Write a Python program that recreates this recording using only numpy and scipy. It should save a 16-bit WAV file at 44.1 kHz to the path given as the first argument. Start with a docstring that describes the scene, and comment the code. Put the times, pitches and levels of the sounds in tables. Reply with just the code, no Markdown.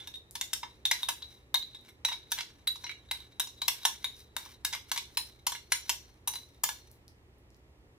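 """Clinks, chatter and gritty scrapes of a steel spoon in a tilted glass bowl; at the end, only sauce smacks.
Each contact is a burst of tiny blows ringing bowl and spoon, damped by thick sauce and spoon pressure.
Stick-slip grains drive the scrapes; sauce pops as it lets go of the spoon. The kitchen is small and hard,
with air noise and a far refrigerator hum. Two close microphone ports look down on the counter."""
import sys
import numpy as np
from scipy import signal
from scipy.fft import rfft, irfft, next_fast_len
from scipy.io import wavfile
from scipy.ndimage import map_coordinates

SR = 44100
rng = np.random.default_rng(int(sys.argv[2]) if len(sys.argv) > 2 else 0)


def put_to_file(sound):
    """Save the sound as 16-bit audio at rate SR, in the file named by the first command-line argument."""
    columns = np.atleast_2d(sound).T  # one column per channel
    safe = np.clip(columns, -1, 1)
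    whole_steps = np.round(safe * 32767)
    wavfile.write(sys.argv[1], SR, whole_steps.astype(np.int16))


N = 352174

# Air noise spectrum. Each row: frequency in Hz, relative density in dB.
AIR_SPECTRUM_DB = [(18, -43), (30, -16.5), (71, -4), (145, -18.5), (374, -16), (721, -26.5), (801, -25),
                   (1430, -31), (1540, -34.5), (1720, -28), (16000, -52.5)]
# Air noise likeness between ports. Each row: frequency in Hz, left-right correlation.
AIR_CORRELATION = [(60, 0.93), (180, 0.92), (550, 0.82), (1650, -0.46), (4970, -0.69), (15000, 0.57)]
# Refrigerator partials. Each row: frequency in Hz, level in dB.
HUM_PARTIALS = [(60, -69.5), (120, -66.5)]
# Kitchen decay. Each row: frequency in Hz, T60 in seconds.
KITCHEN_T60_S = [(500, 0.18), (1500, 0.21), (4000, 0.27), (10000, 0.24)]
# Port phase difference. Each row: frequency in Hz, left minus right in radians.
PORT_PHASE_RAD = [(300, -3.3), (1200, -0.65), (3700, -1.27), (8000, -1.53), (15000, -1.7)]
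# Port level difference. Each row: frequency in Hz, left minus right in dB.
PORT_BALANCE_DB = [(500, -2), (2000, -0.7), (5000, -1.5), (9000, 1), (15000, 2.5)]
# Sauce letting go. Each row: start in seconds, level in dB, 5 kHz weight in dB, 12 kHz weight in dB.
SMACKS = [(0.3086, -23.5, -13, -22), (1.8101, -44, -13, -6), (1.8687, -47, -1, -19.5),
          (6.9134, -31.5, -22, -12.5), (7.0788, -30.5, -3, -15.5), (7.3826, -46, -16.5, -4),
          (7.5029, -45.5, -12, -19), (7.5442, -45, 4, -14), (7.565, -50, -24, -15.5)]
# Sauce-damped glass bowl. Each row: mode frequency in Hz, level in dB, T60 in seconds.
BOWL_MODES = [(870, -13.5, 0.14), (958, 12, 0.079), (1069, 5.5, 0.037), (1522, -6.5, 0.17),
              (1695, -3.5, 0.16), (2050, -12.5, 0.066), (2124, -2.5, 0.088), (2286, -7.5, 0.18),
              (2511, -18.5, .09), (2849, -3, 0.14), (3130, -6, 0.3), (3470, 2, 0.086), (4226, -4.5, 0.69),
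              (4706, -1.5, 0.025), (5090, -3, 0.16), (5490, 1, 0.098), (5870, 0.5, 0.45), (6060, -6.5, 0.3),
              (6860, 0.5, 0.22), (7685, -1, 0.25), (8330, -9, 0.12), (9130, 7.5, 0.1), (10510, -10.5, 0.12),
              (10120, 4.5, 0.13), (12080, 3, 0.066), (12900, 4, 0.11), (12407, 2.5, 0.057),
              (14300, -0.5, .05), (15500, -7, .04)]
# Soft scrapes. Each row: middle in seconds, length in seconds, bowl, spoon and rasp levels in dB.
SCRAPES = [(.04, 0.18, -52.5, -55, -65), (0.527, .06, -59, -83, -57), (1.043, 0.14, -66, -56, -49),
           (1.31, 0.22, -59.5, -56, -60), (1.73, 0.046, -64, -64, -79), (1.872, 0.11, -57, -58, -63),
           (2.323, 0.036, -53, -53, -41), (2.381, 0.035, -33, -62, -67), (2.83, 0.081, -57, -74, -55.5),
           (2.912, .07, -59, -66, -66), (3.177, 0.2, -53, -46.5, -80), (3.586, 0.24, -81, -57, -65),
           (3.859, 0.078, -43, -34.5, -41), (4.03, 0.085, -54, -57, -57), (4.187, 0.17, -63, -78, -53.5),
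           (4.464, 0.19, -50.5, -66, -52), (4.896, 0.077, -56, -72, -57), (5.17, 0.16, -70, -61, -59),
           (5.272, .08, -58, -65, -51.5), (5.722, 0.044, -62, -54, -47), (5.885, .05, -52, -47, -48)]
# Slide after a contact: bowl, spoon and rasp offsets in dB from that contact's bowl, ring and edge levels.
SLIDE_OFFSETS_DB = [-35.5, -31, -34.5]
# Contact colour breakpoints in Hz: low thud, thud, body, clink, edge.
COLOUR_HZ = [600, 900, 2200, 5800, 11000]
# Spoon on bowl. Each row: time in seconds, level in dB, spoon ring in Hz, relative ring, thud, clink
# and edge levels in dB, pressure damping in 1/s, left minus right in dB, favoured body and clink in Hz.
CONTACTS = [(0.0004, -49, 3530, 5.5, -22, -6, -18, 12, -3, 2850, 4670),
            (0.0734, -39.5, 3700, 3, -18, -4.5, -5.5, 22, -0.5, 1670, 5680),
            (0.1404, -60.5, 3692, 22, -34, 4, -3, 9.2, 1.5, 3100, 5000),
            (0.1555, -56, 3780, 16, -20, -3, -1.5, 15, 4, 3220, 5150),
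            (0.3536, -29.5, 3600, -11, -14, -3, -10, 19, 2, 3070, 6200),
            (0.4119, -28, 3636, -0.5, -13, 1, -7, 23, 1.5, 2100, 4590),
            (0.5327, -28, 3690, -0.5, -23, 5, -2, 28, 5.5, 3280, 5360),
            (0.6312, -31, 3665, -10.5, -5.5, -7.5, -30, 16, 1, 2700, 5300),
            (0.853, -29, 3656, 11, -15, 1.5, -6.5, 24, 1.5, 3240, 5770),
            (0.8574, -33, 3400, -4, -13.5, -6.5, -4.5, 14, -0.5, 3100, 6750),
            (0.9131, -13.5, 3970, -8.5, -19.5, -5, -15.5, 30, 3, 2230, 5200),
            (1.0318, -35, 3710, 11, -8, -14, -8.5, 21, -0.5, 3330, 6900),
            (1.0874, -24, 3850, -5.5, -7.5, -1.5, -5, 20, 0.5, 1590, 7110),
            (1.2226, -45.5, 3890, 13, -10, -9.5, -13, 29, 2, 3170, 5020),
            (1.5433, -24, 3760, 8, -10, -6.5, -6, 21, 4, 1646, 7000),
            (1.5548, -36.5, 4145, 7, -9, -3, -13, 16, -13.5, 2170, 4730),
            (1.6264, -54, 3945, 20.5, -19, -14, -19.5, 15, 0, 1910, 4740),
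            (1.7474, -47, 3730, 5, -18, -4, -15.5, 14, 2.5, 2290, 4440),
            (1.8877, -48, 3500, -13.5, -32, -10, -10.5, 12, -0.5, 2150, 5660),
            (2.0493, -25.5, 3900, 6, -13.5, -1.5, -9, 18, 1.5, 1980, 5300),
            (2.085, -27.5, 3780, -7, -13.5, -11.5, -17.5, 6.4, 1, 2820, 6200),
            (2.1164, -32, 3730, 0, -2.5, -20, -25, 35, 0, 3250, 4470),
            (2.1265, -33.5, 3820, -1, -18, -8, -19.5, 5.5, 1.5, 2270, 4730),
            (2.3188, -19.5, 3754, -10.5, -19, -5, -9.5, 24, 0.5, 3350, 6100),
            (2.3875, -28, 4000, -11, -18, -12, -22, 12, 1.0, 2130, 4840),
            (2.4069, -26, 4030, -18, -28.5, -9, -23, 15, -2, 2166, 5250),
            (2.6727, -26.5, 3910, 5.5, -35, -14, -4, 13, 2.5, 2020, 5260),
            (2.681, -59, 3860, 10, -22, -6, 8, 19, 3, 2780, 4600),
            (2.7571, -45.5, 3870, -4, -7, 5.5, -12, 15, 1, 3280, 4580),
            (2.8391, -37, 3970, -1, -12.5, -2, -28, 7.7, 1, 2100, 5700),
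            (2.8656, -30, 4000, -13, -52, -20, -32, 6.8, 0, 2770, 5800),
            (2.8942, -29, 3880, -12.5, -49, -19, -32, 5, -0.5, 2250, 4510),
            (2.9143, -34, 3830, -19, -47, -27, -35, 7.9, -11, 2280, 6840),
            (3.1123, -22, 3860, -5.5, -19, -10.5, -11, 25, 2.5, 1850, 5140),
            (3.2037, -54, 3840, 7, -11.5, -5, -4, 18, -3, 3300, 6240),
            (3.3978, -30, 3807, 7, -6, 4, 0, 25, 2.5, 3250, 7040),
            (3.4715, -45.5, 3800, -2, -7, 6.5, -13, 13, 1.5, 2720, 6800),
            (3.618, -30, 3906, 4.5, -9.5, -5, -10, 31, 1.5, 2610, 6900),
            (3.681, -15.5, 3830, -15.5, -15.5, -4, -9.5, 31, 2.5, 2825, 5460),
            (3.8525, -17.5, 3695, -8, -6.5, -0.5, -7, 29, -0.5, 1580, 5940),
            (4.0442, -29, 3763, 5.5, -16, -7, -10, 23, 3, 2000, 6900),
            (4.366, -23, 3730, -5, -11, -9.5, -9.5, 45, 3, 2700, 5830),
            (4.4588, -44.5, 3670, -12, -2, -7, -31, 16, -1, 3230, 5550),
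            (4.6491, -20.5, 3760, -4.5, -18.5, -3.5, -8, 31, 2, 1700, 7700),
            (4.7262, -33, 3990, -9, -14, 3, -20, 9.5, -0.5, 2340, 6080),
            (4.7329, -28.5, 3825, -10, -18, -5, -21, 10, 3, 2220, 4730),
            (4.7488, -28.5, 3930, -17, -15.5, -10, -14.5, 19, -3, 2220, 5700),
            (4.9167, -24.5, 3900, -12, -14, -2, -6.5, 22, 0.0, 1730, 5900),
            (4.9607, -28.5, 4000, -11, -11, -8, -17.5, 11, 4, 2280, 4830),
            (4.9756, -23.5, 3880, -15, -16, -4, -16.5, 12, 1.5, 2290, 7720),
            (5.1721, -23.5, 4062, -5, -18, -4.5, -6, 16, 2.5, 2380, 5100),
            (5.4674, -23, 3970, -17.5, -6.5, 0, -5.5, 17, 2, 3050, 5980),
            (5.5207, -32.5, 3990, -8, -6, 0.5, -11, 11, 0, 3390, 6200),
            (5.5498, -31, 3960, -18.5, -28, -15, -19, 7.1, -4.5, 2840, 5830),
            (5.7207, -17.5, 3980, -12.5, -10, 0, -9, 19, 0, 3200, 5750),
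            (5.8944, -22.5, 3720, -12.5, -10.5, 1, -5, 20, 1, 3210, 5670),
            (6.2752, -30.5, 3910, -1.5, -8.5, -0.5, 5, 15, 2, 2885, 6120),
            (6.337, -37, 3900, -6, -13, -3, -10.5, 15, 3, 2100, 4850),
            (6.356, -37, 3983, 1, -7.5, -6.5, -5.5, 11, 1.5, 2040, 6000),
            (6.6363, -22, 3570, -12, -11.5, 1, -1, 27, 2, 3140, 6910),
            (6.6892, -28.5, 3650, -11.5, -7, -1.5, -9.5, 24, -1, 1680, 5860)]

AIR_DB, TOP_HZ = -58, 16979
SLIDE_RISE_S, SLIDE_FADE_S = .04, 0.23
CHATTER_S, MODE_SCATTER_DB, FAVOURED_WIDTH = .0022, 2.8, .045  # width as a share of pitch
LINGER_DB, EMPTYING_DB_PER_S = -46, 4.5  # ring escaping the spoon's damping; grows as the sauce leaves
LINGER_BLUR_HZ = 25  # clinging sauce unsettles the lingering pitch


def amp(db):
    """dB to gain."""
    return 10 ** (np.asarray(db) / 20)


def unit_rms(x):
    """Scale to rms 1."""
    return x / np.sqrt(np.mean(x ** 2) + 1e-20)


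def along(points, hz):
    """Interpolate (Hz, value) points on a log axis."""
    knots_hz, values = np.transpose(points)
    return np.interp(np.log(hz + 1), np.log(knots_hz + 1), values)


def wobble(rate_hz):
    """Smooth random curve through rate_hz knots a second."""
    return map_coordinates(rng.standard_normal(int(N * rate_hz / SR) + 4), [np.arange(N) * rate_hz / SR])


def filtered(x, response):
    """Apply a complex frequency response."""
    size = next_fast_len(N + SR // 2)
    return irfft(rfft(x, size) * response(np.fft.rfftfreq(size, 1 / SR)), size)[..., :N]


def ringing(t, hz, db, t60_s, blur_hz=0):
    """Sum of decaying sines; blur random-walks each phase."""
    phase = 2 * np.pi * hz[:, None] * t
    if blur_hz:
        phase += np.cumsum(rng.standard_normal(phase.shape), axis=1) * np.sqrt(2 * np.pi * blur_hz / SR)
    return np.sum(amp(db[:, None] - 60 * t / t60_s[:, None]) * np.sin(phase), axis=0)


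def add(track, start_s, sound):
    """Mix a sound into the track."""
    track[..., round(start_s * SR):][..., :sound.shape[-1]] += sound


def air_noise():
    """Steady room air, near mono in the bass."""
    def mid_side_gains(hz):
        angle = np.arccos(np.clip(along(AIR_CORRELATION, hz), -1, 1)) / 2
        return amp(along(AIR_SPECTRUM_DB, hz)) * [np.cos(angle), np.sin(angle)]
    mid, side = filtered(rng.standard_normal((2, N)), mid_side_gains)
    return amp(AIR_DB) * unit_rms(np.array([mid + side, mid - side]))


def refrigerator():
    """Far mains hum, wavering in level and phase."""
    t = np.arange(N) / SR
    return sum(np.sqrt(2) * amp(db + 0.57 * wobble(1.4)) * np.sin(2 * np.pi * hz * t + 0.59 * wobble(4))
               for hz, db in HUM_PARTIALS)


def kitchen(sound, wet_db, pan_db=0):
    """Direct sound on both ports plus a fresh diffuse tail with frequency-dependent decay."""
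    hz, t, spectra = signal.stft(rng.standard_normal((2, SR // 2)), SR, nperseg=256)
    tail = signal.istft(spectra * amp(-60 * t / along(KITCHEN_T60_S, hz)[:, None]), SR, nperseg=256)[1]
    delayed = np.pad(sound, (130, 0))
    out = amp(wet_db) * signal.fftconvolve(delayed[None], tail / np.linalg.norm(tail[0]), axes=1)
    out[:, :len(sound)] += sound * amp([[pan_db / 2], [-pan_db / 2]])
    return out


def sauce_smacks():
    """Sticky sauce pops off the spoon: one thin bright click each time."""
    out, t = np.zeros((2, N + SR)), np.arange(256) / SR
    hz = np.fft.rfftfreq(len(t), 1 / SR)
    for start_s, level_db, low_db, high_db in SMACKS:
        spectrum = amp(along([(2500, low_db - 24), (5000, low_db), (12000, high_db)], hz))
        burst = rng.standard_normal(len(t)) * amp(-60 * np.abs(t - .002) / 0.00046)
        pop = irfft(rfft(burst) * spectrum)
        add(out, start_s, kitchen(amp(level_db) * pop / np.abs(pop).max(), wet_db=-3))
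    return out[:, :N]


def drag_gains():
    """Bowl, spoon and rasp gains: the edge slides on and lifts after each contact; each scrape is a hump."""
    t, power = np.arange(N) / SR, np.zeros((3, N))
    for time_s, level_db, _, ring_db, _, _, edge_db, *_ in CONTACTS:
        after_s = np.maximum(t - time_s, 0)
        swell = (1 - np.exp(-after_s / SLIDE_RISE_S)) * np.exp(-(after_s / SLIDE_FADE_S) ** 2)
        power += (amp(level_db + np.add(SLIDE_OFFSETS_DB, [0, ring_db, edge_db]))[:, None] * swell) ** 2
    for middle_s, length_s, *levels_db in SCRAPES:
        hump = np.exp(-2 * ((t - middle_s) / (length_s / 2)) ** 2)
        power += (amp(levels_db)[:, None] * hump) ** 2
    return np.sqrt(power)


def spoon_drag():
    """Stick-slip grains drive the edge-damped bowl modes, the spoon's ring and a broad rasp."""
    t = np.arange(SR // 8) / SR
    bowl_hz, bowl_db, bowl_t60_s = np.transpose(BOWL_MODES)
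    grit = rng.standard_normal((3, 2, N)) * amp(3 * wobble(90) + 2.5 * wobble(300))
    grit = 1.2 * grit[:, :1] + 0.34 * grit  # mostly common to both ports
    bowl = ringing(t, bowl_hz, bowl_db - 9 * np.abs(np.log2(bowl_hz / 2200)), 0.1 * bowl_t60_s)
    spoon = ringing(t, np.array([3890, 3700]), np.array([0, -6]), np.array([.09, .05]))
    rasp = ringing(t, np.array([5800, 9500, 13500]), np.array([0, -3, -4]), np.array([.0015, .001, .001]))
    return sum(gain * unit_rms(signal.fftconvolve(grains, body[None], axes=1)[:, :N])
               for gain, grains, body in zip(drag_gains(), grit, [bowl, spoon, rasp]))


def chatter(t):
    """Tiny blows as a contact builds up and lets go; whitened, unit energy."""
    age = t / CHATTER_S
    blows = rng.standard_normal(len(t)) ** 3 * age * np.exp(-age)
    whitened = irfft(np.exp(1j * np.angle(rfft(blows))), len(t)) * np.exp(-age / 4)
    return whitened / np.linalg.norm(whitened)


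def clack(t, colour_db):
    """Countless small modes blur into fast-dying noise."""
    spectrum = amp(along(colour_db, np.fft.rfftfreq(len(t), 1 / SR)))
    noise = irfft(rfft(rng.standard_normal(len(t))) * spectrum, len(t))
    return (amp(9.5 - 60 * t / 0.034) + amp(17.5 - 60 * t / 0.0026)) * noise


def spoon_contacts():
    """Chatter rings bowl and spoon; where it lands sets which modes speak, pressure damps them."""
    out, t = np.zeros((2, N + SR)), np.arange(SR // 4) / SR
    chatter_t = t[:SR // 20]
    bowl_hz, bowl_db, bowl_t60_s = np.transpose(BOWL_MODES)
    t60_s = np.append(bowl_t60_s, [.3, .06])  # bowl modes, then two spoon modes
    for (time_s, level_db, ring_hz, ring_db, thud_db, clink_db, edge_db,
         damping_per_s, pan_db, *favoured_hz) in CONTACTS:
        colour_db = list(zip(COLOUR_HZ, [thud_db - 6.5, thud_db + 9, 0, clink_db, edge_db]))
        detune = 1 + 0.0073 * rng.standard_normal(len(bowl_hz))
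        scatter_db = rng.normal(0, MODE_SCATTER_DB, len(bowl_hz))
        hz = np.append(bowl_hz * detune, [ring_hz, .96 * ring_hz])
        db = np.append(bowl_db + along(colour_db, bowl_hz) + scatter_db, [ring_db + 14, ring_db - 2])
        # boost modes with an antinode at the contact
        db += 8 * sum(np.exp(-(np.log(hz / centre_hz) / FAVOURED_WIDTH) ** 2) for centre_hz in favoured_hz)
        blows = chatter(chatter_t)
        drive = np.abs(np.exp(-2j * np.pi * hz[:, None] * chatter_t) @ blows)
        db -= 20 * np.log10(np.maximum(drive, .5))  # even out the chatter's drive per mode
        pressed = ringing(t, hz, db, 1 / (1 / t60_s + damping_per_s))
        lingering = ringing(t, hz, db + LINGER_DB + EMPTYING_DB_PER_S * time_s, t60_s, LINGER_BLUR_HZ)
        strike = amp(level_db - 7) * signal.fftconvolve(pressed + lingering + clack(t, colour_db), blows)
        add(out, max(time_s - CHATTER_S / 2, 0), kitchen(strike, wet_db=-4.5, pan_db=pan_db))
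    return out[:, :N]


def scene():
    """Spoon and sauce over the background; the small bowl radiates no bass and meets the ports unequally."""
    def bowl_to_ports(hz):
        half = np.array([[.5], [-.5]])
        highpass = (1j * hz / (700 + 1j * hz)) ** 4
        balance = amp(along(PORT_BALANCE_DB, hz) * half)
        return highpass * balance * np.exp(1j * along(PORT_PHASE_RAD, hz) * half)
    near = spoon_contacts() + spoon_drag() + sauce_smacks()
    background = (air_noise() + refrigerator()) * amp([[-.6], [.6]])
    return filtered(near, bowl_to_ports) + background


def record(dry):
    """3 dB down overall, steep roll-off from 15 kHz, nothing above TOP_HZ."""
    rolloff_db = [(15000, -3), (16200, -21), (16900, -28.5)]
    return filtered(dry, lambda hz: amp(along(rolloff_db, hz)) * (hz < TOP_HZ))


dry = scene()
out = record(dry)
put_to_file(out)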